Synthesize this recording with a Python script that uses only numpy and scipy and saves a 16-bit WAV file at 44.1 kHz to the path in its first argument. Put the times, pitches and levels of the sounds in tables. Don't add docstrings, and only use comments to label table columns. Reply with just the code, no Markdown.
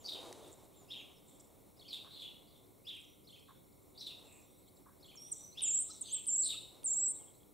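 import sys
import numpy as np
from scipy import signal
from scipy.fft import rfft, irfft
from scipy.io import wavfile
from scipy.ndimage import uniform_filter1d

SR = 44100
rng = np.random.default_rng(int(sys.argv[2]) if len(sys.argv) > 2 else 0)


def amplitude_ratio(level_db):
    exponent = np.asarray(level_db, float) / 20
    return 10 ** exponent


def generate_wav(sig):
    pcm = np.round(np.clip(np.atleast_2d(sig).T, -1, 1) * 32767).astype(np.int16)
    wavfile.write(sys.argv[1], SR, pcm)


N = 332073
TIME = np.arange(N) / SR


def coloured(x, spectrum):
    hz, db = np.transpose(spectrum)
    grid = np.fft.rfftfreq(len(x), 1 / SR) + 1
    gain = amplitude_ratio(np.interp(np.log(grid), np.log(hz), db))
    y = irfft(rfft(x) * gain, len(x))
    return y / y.std()


def drift(rate):
    lowpass = signal.butter(2, rate, fs=SR, output="sos")
    y = signal.sosfilt(lowpass, rng.standard_normal(N + SR))[SR:]
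    return y / y.std()


def bandpass(x, low_hz, high_hz):
    return signal.sosfilt(signal.butter(3, [low_hz, high_hz], "band", fs=SR, output="sos"), x)


def resonance(x, hz, width_hz):
    r = np.exp(-np.pi * width_hz / SR)
    zeros = [(1 - r * r) / 2, 0, (r * r - 1) / 2]
    poles = [1, -2 * r * np.cos(2 * np.pi * hz / SR), r * r]
    return signal.lfilter(zeros, poles, x + 1e-18)


def controls(rows, t, smooth_s=0.0023):
    s, hz, db = np.transpose(rows)
    sounding = (t >= s[0]) * (t <= s[-1])
    height = np.sqrt(2) * amplitude_ratio(np.interp(t, s, db)) * sounding
    span = max(int(smooth_s * SR), 1)
    return uniform_filter1d(np.interp(t, s, hz), span), uniform_filter1d(height, span)


def phase(hz):
    return 2 * np.pi * np.cumsum(hz) / SR


def voice(notes, second_db, third_db, wobble, flutter, throb_db=0.0):
    out = np.zeros(N)
    shake = 1 + wobble * drift(268)
    strength = (1 + flutter * drift(365)) * amplitude_ratio(throb_db * drift(60))
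    for rows in notes:
        first = max(int(rows[0][0] * SR) - 300, 0)
        last = min(int(rows[-1][0] * SR) + 300, N)
        on = np.arange(first, last)
        hz, height = controls(rows, on / SR)
        turn = phase(hz * shake[on])
        overtones = amplitude_ratio(second_db) * np.sin(2 * turn) + amplitude_ratio(third_db) * np.sin(3 * turn)
        out[on] += height * (np.sin(turn) + overtones)
    return out * strength


def glides(rows):
    return [[(s, a, db - 5),
             (s + .3 * d, .7 * a + .3 * b, db),
             (s + .8 * d, .2 * a + .8 * b, db),
             (s + d, b, db - 7)] for s, d, a, b, db in rows]


def chirps(shape, rows):
    length_s = shape[-1][0]
    return [[(start + s, hz * factor, db + level_db + lean_db * s / length_s + catch_db * (k == 5))
             for k, (s, hz, db) in enumerate(shape)]
            for start, factor, level_db, lean_db, catch_db in rows]


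# (frequency [Hz], density [dB per Hz])
HUM = [(12, -30), (20, -5.5), (107, 6), (228, 2.5), (296, -2), (337, -4.5), (377, 0), (489, -4),
       (547, -0.5), (623, -16.5), (1190, -14), (1490, -23.5), (1700, -77), (2210, -83), (3740, -120)]
# (frequency [Hz], density [dB per Hz])
SWELL = [(120, -29), (200, -14.5), (348, 0), (495, -2.5), (615, -3), (1050, -9.5), (1600, -23),
         (3180, -22.5), (3700, -17), (4760, -26.5), (7610, -21.5), (11000, -26.5), (14300, -56),
         (22000, -120)]
# (nearest time [s], level [dB], passing time [s])
CARS = [
    (0.24, -51, 0.1),
    (0.43, -57.5, 0.1),
    (1.0, -70.5, 0.73),
    (2.128, -73, 0.4),
    (4.18, -68.5, 0.19),
    (5.5, -72.5, 0.49),
    (4.26, -68, .03),
    (6.95, -65, 0.38),
    (7.2, -73, 0.026),
]
# (frequency [Hz], width [Hz], level [dB])
DRONES = [
    (294, 14, -73.5),
    (368.7, 2.4, -80),
    (2176, 140, -88),
    (5540, 14, -89.5),
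]


def street():
    lull_db, hum_db = -75.5, -68.5
    cars = amplitude_ratio(lull_db) + sum(amplitude_ratio(db) / (1 + ((TIME - s) / pass_s) ** 2) for s, db, pass_s in CARS)
    swell = coloured(rng.standard_normal(N), SWELL) * cars * amplitude_ratio(-3.5 + 1.5 * drift(8.7))
    hum = coloured(rng.standard_normal(N), HUM) * amplitude_ratio(hum_db + 0.13 * drift(14))
    white = rng.standard_normal(N)
    for hz, width_hz, db in DRONES:
        drone = resonance(white, hz, width_hz)
        hum += amplitude_ratio(db) * drone / drone.std()
    return swell + hum


def walls(x, t60, gap_s, side_db, late_db):
    t = np.arange(int(1.2 * SR)) / SR
    dying = amplitude_ratio(-60 * t / t60) + amplitude_ratio(late_db - 60 * t / 0.88)
    lumps = amplitude_ratio(1.57 * drift(66)[:len(t)])
    shape = dying * lumps * np.clip(t / gap_s, 0, 1) ** 2
    mid, side = rng.standard_normal((2, len(t))) * shape / np.sqrt(np.sum(shape ** 2))
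    return np.array([signal.fftconvolve(x, mid + sign * amplitude_ratio(side_db) * side)[:N] for sign in (1, -1)])


# (time [s], length [s], start pitch [Hz], end pitch [Hz], level [dB])
HIDDEN = [(0.0, 0.031, 2910, 4240, -68.5), (0.01, 0.04, 5230, 6560, -72), (.38, 0.1, 3895, 3507, -73.5),
          (.72, 0.056, 3630, 3610, -80.5), (1.24, 0.13, 3680, 3334, -82.5), (3.945, 0.049, 3730, 3900, -69),
          (7.0, 0.021, 3900, 3420, -78), (2.47, 0.11, 4280, 3340, -79), (2.6, 0.042, 4000, 3390, -89),
          (3.43, 0.12, 3930, 3570, -80), (4.25, 0.13, 2645, 2465, -79.5), (4.4, 0.25, 3524, 4000, -85),
          (5.33, 0.08, 3540, 3840, -80.5), (5.84, 0.16, 3710, 4135, -72.5)]
# (time from its start [s], pitch [Hz], level [dB])
SLUR = [
    (0.0, 3610, -10.5),
    (0.02, 4096, -1.5),
    (0.045, 4213, -4.5),
    (0.06, 3380, -2),
    (0.095, 4080, -9.5),
    (0.118, 3348, 1),
    (0.145, 3000, -13.5),
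    (0.18, 2755, -18.5),
    (0.2, 2620, -40),
]
# (time [s], pitch factor, level [dB], lean to the end [dB], catch on the sixth point [dB])
SLUR_CHIRPS = [
    (2.105, 0.98, -57, 0.5, 0.44),
    (6.025, 0.95, -58.5, -0.5, 1.5),
]


def hidden_sparrows():
    notes = glides(HIDDEN) + chirps(SLUR, SLUR_CHIRPS)
    return voice(notes, second_db=-26, third_db=-30, wobble=.05, flutter=.5, throb_db=4.0)


# (time [s], length [s], start pitch [Hz], end pitch [Hz], level [dB])
BROKEN = [(.042, 0.028, 4780, 4820, -53), (.058, 0.016, 5250, 5900, -59.5), (.076, 0.028, 4040, 3630, -46),
          (.12, 0.021, 3650, 3783, -43.5), (.143, 0.028, 3700, 2470, -52.5),
          (1.881, 0.025, 4500, 4360, -57.5), (1.888, 0.012, 5000, 5500, -61),
          (1.904, 0.024, 4400, 3530, -50), (1.928, 0.025, 3650, 3800, -43), (1.95, 0.037, 3600, 2520, -57),
          (3.976, 0.02, 4500, 4920, -60), (3.992, 0.018, 5200, 5630, -56), (4.01, 0.029, 4050, 3755, -47.5),
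          (4.061, .022, 3920, 3626, -44), (4.085, 0.034, 3500, 2516, -57.5),
          (6.428, 0.026, 4355, 3960, -51.5), (6.43, .03, 4650, 5540, -57), (6.455, 0.024, 4200, 3690, -45),
          (6.487, 0.029, 3900, 3657, -42), (6.513, 0.026, 3600, 2510, -51.5)]


def harsh_sparrow(blurred):
    rasps = [(c[0][0] + 0.00117, .05, 4900, 5700, -70) for c in chirps(ARCH, ARCH_CHIRPS)]
    rasps += [(s - .027, .03, 4700, 5900, -77) for s, db in NEAR_CHIRPS]
    harsh = voice(glides(BROKEN) + glides(rasps), second_db=-26, third_db=-30,
                  wobble=.035, flutter=.5, throb_db=2.5)
    effort = np.sqrt(uniform_filter1d(harsh ** 2 + blurred ** 2, 400) + 1e-18)
    breath = resonance(coloured(rng.standard_normal(N), HISS), 7000, 5800)
    band_shaped = harsh + 0.78 * resonance(harsh, 4570, 1460) - 0.19 * resonance(harsh, 3640, 420)
    return amplitude_ratio(-4.5) * band_shaped + amplitude_ratio(-14.5) * effort * breath


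# (time from its start [s], pitch [Hz], level [dB])
ARCH = [
    (0.015, 2500, -27),
    (0.035, 3050, -22),
    (0.042, 3397, -2),
    (0.062, 3902, -1.3),
    (0.076, 3000, -4),
    (0.081, 2350, -24),
    (0.1, 3200, -8),
    (0.115, 3400, -7),
    (0.15, 2300, -16.5),
]
# (time [s], pitch factor, level [dB], lean to the end [dB], catch on the sixth point [dB])
ARCH_CHIRPS = [
    (0.866, 1, -48.5, 0.0, 1.4),
    (2.83, 0.99, -49.5, 0.0, 1),
    (5.535, 0.98, -48, 0.002, 0.0),
]


def arched_sparrow():
    return voice(chirps(ARCH, ARCH_CHIRPS), second_db=-30, third_db=-30, wobble=0.02, flutter=0.35)


# (time from its start [s], pitch [Hz], level [dB])
ZIGZAG = [
    [(0.0, 3653, -10), (0.007, 4236, -3), (0.016, 4450, -9.5), (0.019, 3875, -2.5), (0.025, 3180, -8),
     (0.039, 3560, -1)],
    [(0.049, 2667, -27), (0.06, 2980, -6), (0.074, 3420, -4), (0.079, 3150, -2.5), (0.087, 3070, -13),
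     (0.093, 2365, -7), (0.1, 2710, -14), (0.108, 2090, -14.5)],
]
# (time [s], level [dB])
NEAR_CHIRPS = [
    (1.792, -56.5),
    (3.27, -57),
    (5.025, -57.5),
]


def near_sparrow():
    notes = [np.array(syllable) + [s, 0, db] for s, db in NEAR_CHIRPS for syllable in ZIGZAG]
    return voice(notes, second_db=-19, third_db=-24, wobble=0.023, flutter=0.15)


# (time [s], length [s], start
# pitch [Hz], end pitch [Hz], level [dB])
GLIDES = [(0.0, 0.035, 7370, 6800, -64.5), (0.76, 0.082, 7520, 6800, -68.5),
          (0.967, 0.071, 7300, 6200, -74), (1.12, 0.018, 6600, 5940, -78), (1.156, 0.04, 5900, 4900, -76),
          (3.305, 0.021, 7000, 9300, -69), (4.67, .027, 7000, 8160, -74), (4.682, 0.015, 8200, 9200, -74),
          (4.669, 0.026, 3320, 4610, -70.5), (4.68, 0.013, 3060, 3500, -75), (5.056, .03, 7050, 8210, -71),
          (5.516, 0.034, 3900, 4450, -66.5), (5.897, 0.025, 4420, 5900, -59.5),
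          (5.907, 0.018, 4000, 4130, -55), (7.203, 0.042, 3500, 2600, -74), (5.35, 0.088, 7000, 7300, -66),
          (5.36, .06, 9300, 9650, -75), (6.075, .035, 9900, 10200, -72), (5.658, 0.046, 1150, 1260, -83)]
# (time [s], start pitch [Hz], level [dB])
DROPS = [
    (2.662, 5760, -83),
    (3.04, 7260, -72),
    (3.39, 9100, -70.5),
    (3.392, 5900, -72),
    (3.722, 5600, -79),
    (4.415, 7200, -74),
    (4.763, 9300, -89),
    (4.764, 5500, -75),
]
# (time [s], length [s], pitch [Hz], level [dB])
HOLDS = [
    (3.07, 0.086, 5800, -77),
    (3.44, 0.12, 7160, -85),
    (3.707, .05, 7050, -84),
    (3.87, 0.057, 7150, -82),
    (4.411, 0.057, 7540, -73),
    (4.427, 0.15, 5720, -84),
    (4.86, 0.029, 8050, -84),
    (4.572, 0.052, 7870, -73.5),
    (4.752, 0.046, 7640, -75.5),
    (7.18, 0.046, 2164, -78),
]
# (time [s], length [s], start pitch [Hz], level [dB])
FLICKS = [
    (3.665, 0.032, 7100, -82),
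    (3.817, 0.032, 7200, -79),
    (4.183, .025, 7750, -71.5),
    (4.24, 0.071, 7300, -72),
    (4.506, 0.036, 7900, -75),
    (5.893, 0.016, 1234, -62),
    (6.543, 0.012, 1234, -62),
]


def mutter():
    tick_s, tick_drop_hz, flick_lift = 0.0141, 1900, 1.075
    rows = GLIDES + [(s, tick_s, hz, hz - tick_drop_hz, db) for s, hz, db in DROPS]
    rows += [(s, d, hz, hz, db) for s, d, hz, db in HOLDS]
    rows += [(s, d, hz, hz * flick_lift, db) for s, d, hz, db in FLICKS]
    return voice(glides(rows), second_db=-30, third_db=-40, wobble=.006, flutter=.2, throb_db=1.5)


# (time [s], level [dB])
CROAKS = [
    (2.046, -71.5),
    (3.484, -72),
    (4.86, -74),
]


def knock(s, db):
    return [(s, 1350, db - 7), (s + 0.0043, 1150, db), (s + 0.0194, 1000, db - 3.5)]


def croaks():
    knocks = [knock(s + lag, db + lift) for s, db in CROAKS for lag, lift in [(0, 9.5), (.02, 9), (.033, -20)]]
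    upper = [[(s, 1600, db - 14), (s + 0.025, 1620, db - 4.5), (s + 0.098, 1500, db - 17)] for s, db in CROAKS]
    return voice(knocks + upper, second_db=-40, third_db=-40, wobble=.06, flutter=.5)


# (time [s], length [s], rate [clicks per s], ring [Hz], level [dB])
RATTLES = [(.47, 0.021, 950, 7740, -63), (0.515, 0.03, 770, 7540, -57.5), (0.623, 0.035, 400, 7450, -67),
           (1.254, 0.13, 2500, 7700, -73.5), (1.394, 0.02, 1800, 7470, -62.5),
           (1.412, 0.071, 830, 7600, -72.5), (1.395, 0.018, 2700, 5400, -74),
           (2.933, 0.097, 267, 8000, -60.5), (4.283, 0.14, 1900, 7730, -69.5),
           (5.88, 0.094, 710, 5800, -59), (7.135, 0.06, 330, 3830, -68), (7.242, 0.078, 250, 3360, -67),
           (7.344, .03, 340, 4010, -69), (7.339, .03, 900, 6900, -76)]


def rattles():
    out, chance = np.zeros(N), rng.random(N)
    sizes = rng.standard_normal(N) * amplitude_ratio(1.0 * drift(41) + 9.0)
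    shape = rng.integers(0, 3, N)
    for s, d, per_s, hz, db in RATTLES:
        a, b = round(s * SR), round((s + d + .02) * SR)
        swell = np.sin(np.pi * np.clip((TIME[a:b] - s) / d, 0, 1)) ** .5
        clicks = sizes[a:b] * (chance[a:b] < per_s / SR) * swell
        for k, lift in enumerate((.95, 1, 1.09)):
            ring = resonance(clicks * (shape[a:b] == k), hz * lift, .07 * hz)
            out[a:b] += amplitude_ratio(db) * 16 * resonance(ring, hz * lift, .1 * hz)
    return out


# (time [s], peak level [dB], upper edge [Hz])
CLICKS = [
    (0.311, -40.5, 910),
    (0.3273, -38, 9300),
    (0.3267, -48, 2220),
    (1.398, -57, 9500),
    (5.151, -59, 1780),
    (5.458, -56, 7100),
    (5.608, -41, 7400),
    (6.258, -44, 8000),
    (6.833, -47, 9400),
    (6.832, -51.5, 5000),
]


def beak():
    out, n = np.zeros(N), np.arange(200)
    for (s, db, top_hz), snap in zip(CLICKS, rng.standard_normal((len(CLICKS), 200))):
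        snap = bandpass(snap * np.exp(-n / (0.00096 * SR)), 0.5 * top_hz, top_hz)
        a = round(s * SR)
        out[a:a + 200] += amplitude_ratio(db) * snap / abs(snap).max()
    return out


# (time [s], peak level [dB], ring [Hz])
TICKS = [
    (7.1388, -70, 3570),
    (7.1632, -65, 3720),
    (7.2011, -65, 3259),
    (7.282, -63, 3280),
    (7.3418, -69, 4000),
    (7.351, -70, 4100),
    (7.4042, -71, 3300),
    (7.4142, -75, 3370),
    (7.4321, -65, 3350),
]
# (time [s], peak level [dB])
CRACKS = [
    (5.6266, -65),
    (5.8047, -44),
    (6.0132, -50),
    (6.1365, -53),
    (6.2761, -57),
    (6.4492, -58),
    (7.1117, -51),
]


def ticks():
    out, snaps = np.zeros(N), np.zeros(N)
    n = np.arange(400) / SR
    for s, db, hz in TICKS:
        a = round(s * SR)
        out[a:a + 400] += amplitude_ratio(db + 3.5) * np.sin(2 * np.pi * hz * n) * np.exp(-n / 0.004)
    for (s, db), snap in zip(CRACKS, rng.standard_normal((len(CRACKS), 400))):
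        a = round(s * SR)
        snaps[a:a + 400] += amplitude_ratio(db + 0.3) * snap * np.exp(-n / .003)
    return out + bandpass(snaps, 9500, 12800)


# (time [s], pitch [Hz], level [dB])
HELD = [
    (5.157, 7500, -58),
    (5.175, 5550, -56.5),
    (5.19, 5540, -56),
    (5.3, 5820, -63),
    (5.45, 5930, -58.5),
    (5.55, 6100, -67.5),
]
# (time [s], centre pitch [Hz], level [dB])
WARBLE = [
    (5.195, 8640, -72),
    (5.25, 8660, -64.5),
    (5.3, 8820, -62.5),
]


def two_voices():
    warble_hz, swing_hz = 76, 554
    hz, height = controls(HELD, TIME)
    held = phase(hz * (1 + .007 * drift(200)))
    hz, warble_height = controls(WARBLE, TIME)
    warble_height = warble_height * (1 + 0.54 * drift(250))
    swing = swing_hz * np.cos(2 * np.pi * warble_hz * (TIME - 5.258))
    warble = phase(hz + 120 * drift(153) + swing)
    peeps = resonance(warble_height * np.sin(warble - held), 3470, 400) * amplitude_ratio(-2.5)
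    height = height * (1 + .5 * drift(143.9))
    overtone = amplitude_ratio(-24 + 4 * drift(30)) * np.sin(2 * held)
    return height * (np.sin(held) + overtone) + warble_height * np.sin(warble) + peeps


# (trough time [s], trough [Hz], shelf [Hz], crest [Hz], level [dB])
WAVERS = [
    (5.662, 6970, 7120, 7650, -33),
    (5.711, 6920, 7490, 7830, -31),
    (6.308, 7160, 7380, 7750, -32),
    (6.363, 7210, 7660, 7950, -30),
    (6.885, 7080, 7420, 7760, -32.5),
    (6.939, 7110, 7620, 7920, -32),
    (7.001, 7220, 7720, 7930, -32),
]


def long_whistle(start, last, last_hz, end, level_db):
    climb_hz_per_s, sag_hz = 27100, 60.5
    step_s, crest_s, drop_s = 0.0114, 0.00682, 0.01204
    rows = [(start, 9400, level_db - 7), (start + 0.02, 7900, level_db)]
    inside = [w for w in WAVERS if start < w[0] < last]
    next_troughs = [w[0] for w in inside[1:]] + [last]
    for (s, low_hz, shelf_hz, crest_hz, db), after in zip(inside, next_troughs):
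        drop = after - drop_s
        rows += [(s, low_hz, db - 3),
                 (s + (shelf_hz - low_hz) / climb_hz_per_s, shelf_hz, db - 5.5),
                 (drop - crest_s - step_s, shelf_hz - sag_hz, db),
                 (drop - crest_s, crest_hz, db),
                 (drop, crest_hz, db - 2)]
    return rows + [(last, last_hz, level_db), (last + 0.034, 8510, level_db - 4), (end, 8510 + 153, level_db - 7)]


# (start time [s], last trough time [s], its pitch [Hz], end time [s], level [dB])
WHISTLES = [
    (5.619, 5.776, 7220, 5.833, -32),
    (6.267, 6.424, 7130, 6.484, -32.5),
    (6.842, 7.062, 7325, 7.12, -33),
]
# (time [s], pitch [Hz], level [dB])
DIVES = [
    [(5.314, 9400, -72), (5.318, 8800, -38), (5.328, 7670, -35.5), (5.338, 6550, -54.5), (5.355, 5940, -67)],
    [(6.011, 8950, -36), (6.019, 8020, -37.5), (6.026, 7590, -40.5), (6.033, 6500, -57), (6.043, 6460, -64)],
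]
# (time [s], pitch [Hz], level [dB])
SCOOP = [
    (6.042, 6380, -77),
    (6.109, 6280, -53),
    (6.122, 7300, -45),
    (6.135, 8400, -34),
    (6.144, 8330, -34),
    (6.159, 7380, -39),
    (6.17, 7550, -38),
    (6.18, 7950, -61),
]
# (time [s], length [s])
DIPS = [
    (5.785, 0.0015),
    (6.013, 0.00088),
    (6.374, 0.002),
]


def whistles():
    long = [long_whistle(*row) for row in WHISTLES]
    clean = voice(long + DIVES + [SCOOP], second_db=-50, third_db=-60, wobble=.002, flutter=.08)
    for s, d in DIPS:
        clean = clean * (1 - np.exp(-((TIME - s) / d) ** 2))
    below = [np.array(rows) + [0, -1050, -32] for rows in long[1:]]
    return clean + voice(below, second_db=-50, third_db=-60, wobble=0.012, flutter=0.3, throb_db=1.5)


def scene():
    background = street()
    blurred, arched = hidden_sparrows(), arched_sparrow()
    harsh = harsh_sparrow(blurred)
    far = amplitude_ratio(3.5) * arched + amplitude_ratio(1.5) * harsh + amplitude_ratio(-3) * blurred
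    far_echo = amplitude_ratio(1.5) * arched + harsh + amplitude_ratio(4) * blurred
    near = near_sparrow()
    starling = mutter() + croaks() + rattles() + beak() + ticks() + two_voices() + whistles()
    tails = walls(amplitude_ratio(-10.5) * starling + amplitude_ratio(-0.5) * near, t60=0.52, gap_s=0.023, side_db=-19.0, late_db=-37)
    tails += walls(amplitude_ratio(1.9) * far_echo, t60=0.54, gap_s=0.0054, side_db=-15.0, late_db=-16.5)
    pan = amplitude_ratio(np.array([[-.72], [.72]]))
    return starling * pan + near + far + tails + background


# (frequency [Hz], density [dB per Hz])
HISS = [(880, -17), (1500, -61), (1810, -6.5), (2160, 2.5), (2380, -7), (2840, -20), (3530, 0), (4050, 2.5),
        (4920, -9), (5220, -19), (5380, -3), (6110, -4.5), (7890, 3.5), (15100, 4), (15700, 6)]
# (frequency [Hz], density [dB per Hz])
SIDE_NOISE = [(12, -19), (20, -7.5), (149, -4), (385, -6), (772, -12.5), (1140, -18.5), (1640, -32.5),
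              (2290, -33), (2710, -45), (6610, -44.5), (7390, -34), (8040, -45), (11000, -57.5),
              (15700, -47)]


def microphone_noise(dry):
    loud_db = 10 * np.log10(uniform_filter1d(dry.mean(axis=0) ** 2, int(0.031 * SR)) + 1e-9)
    side = coloured(rng.standard_normal(N), SIDE_NOISE) * amplitude_ratio(-66 + 0.34 * (loud_db + 62))
    hiss, own = (coloured(w, HISS) * amplitude_ratio(-69.5) for w in rng.standard_normal((2, N)))
    glare = resonance(own / own.std(), 11500, 5000) * amplitude_ratio(-74.5 + 0.23 * (loud_db + 68))
    difference = side + amplitude_ratio(-33) * own + amplitude_ratio(-9) * np.roll(glare, 999)
    return hiss + glare + difference * np.array([[1], [-1]])


def band_limit(x):
    return signal.sosfilt(signal.butter(12, 16300, fs=SR, output="sos"), x)


def record(dry):
    mix = dry + microphone_noise(dry)
    mix = signal.sosfilt(signal.cheby2(28, 50, 15840, fs=SR, output="sos"), mix)
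    return band_limit(mix)


dry = scene()
out = record(dry)
generate_wav(out)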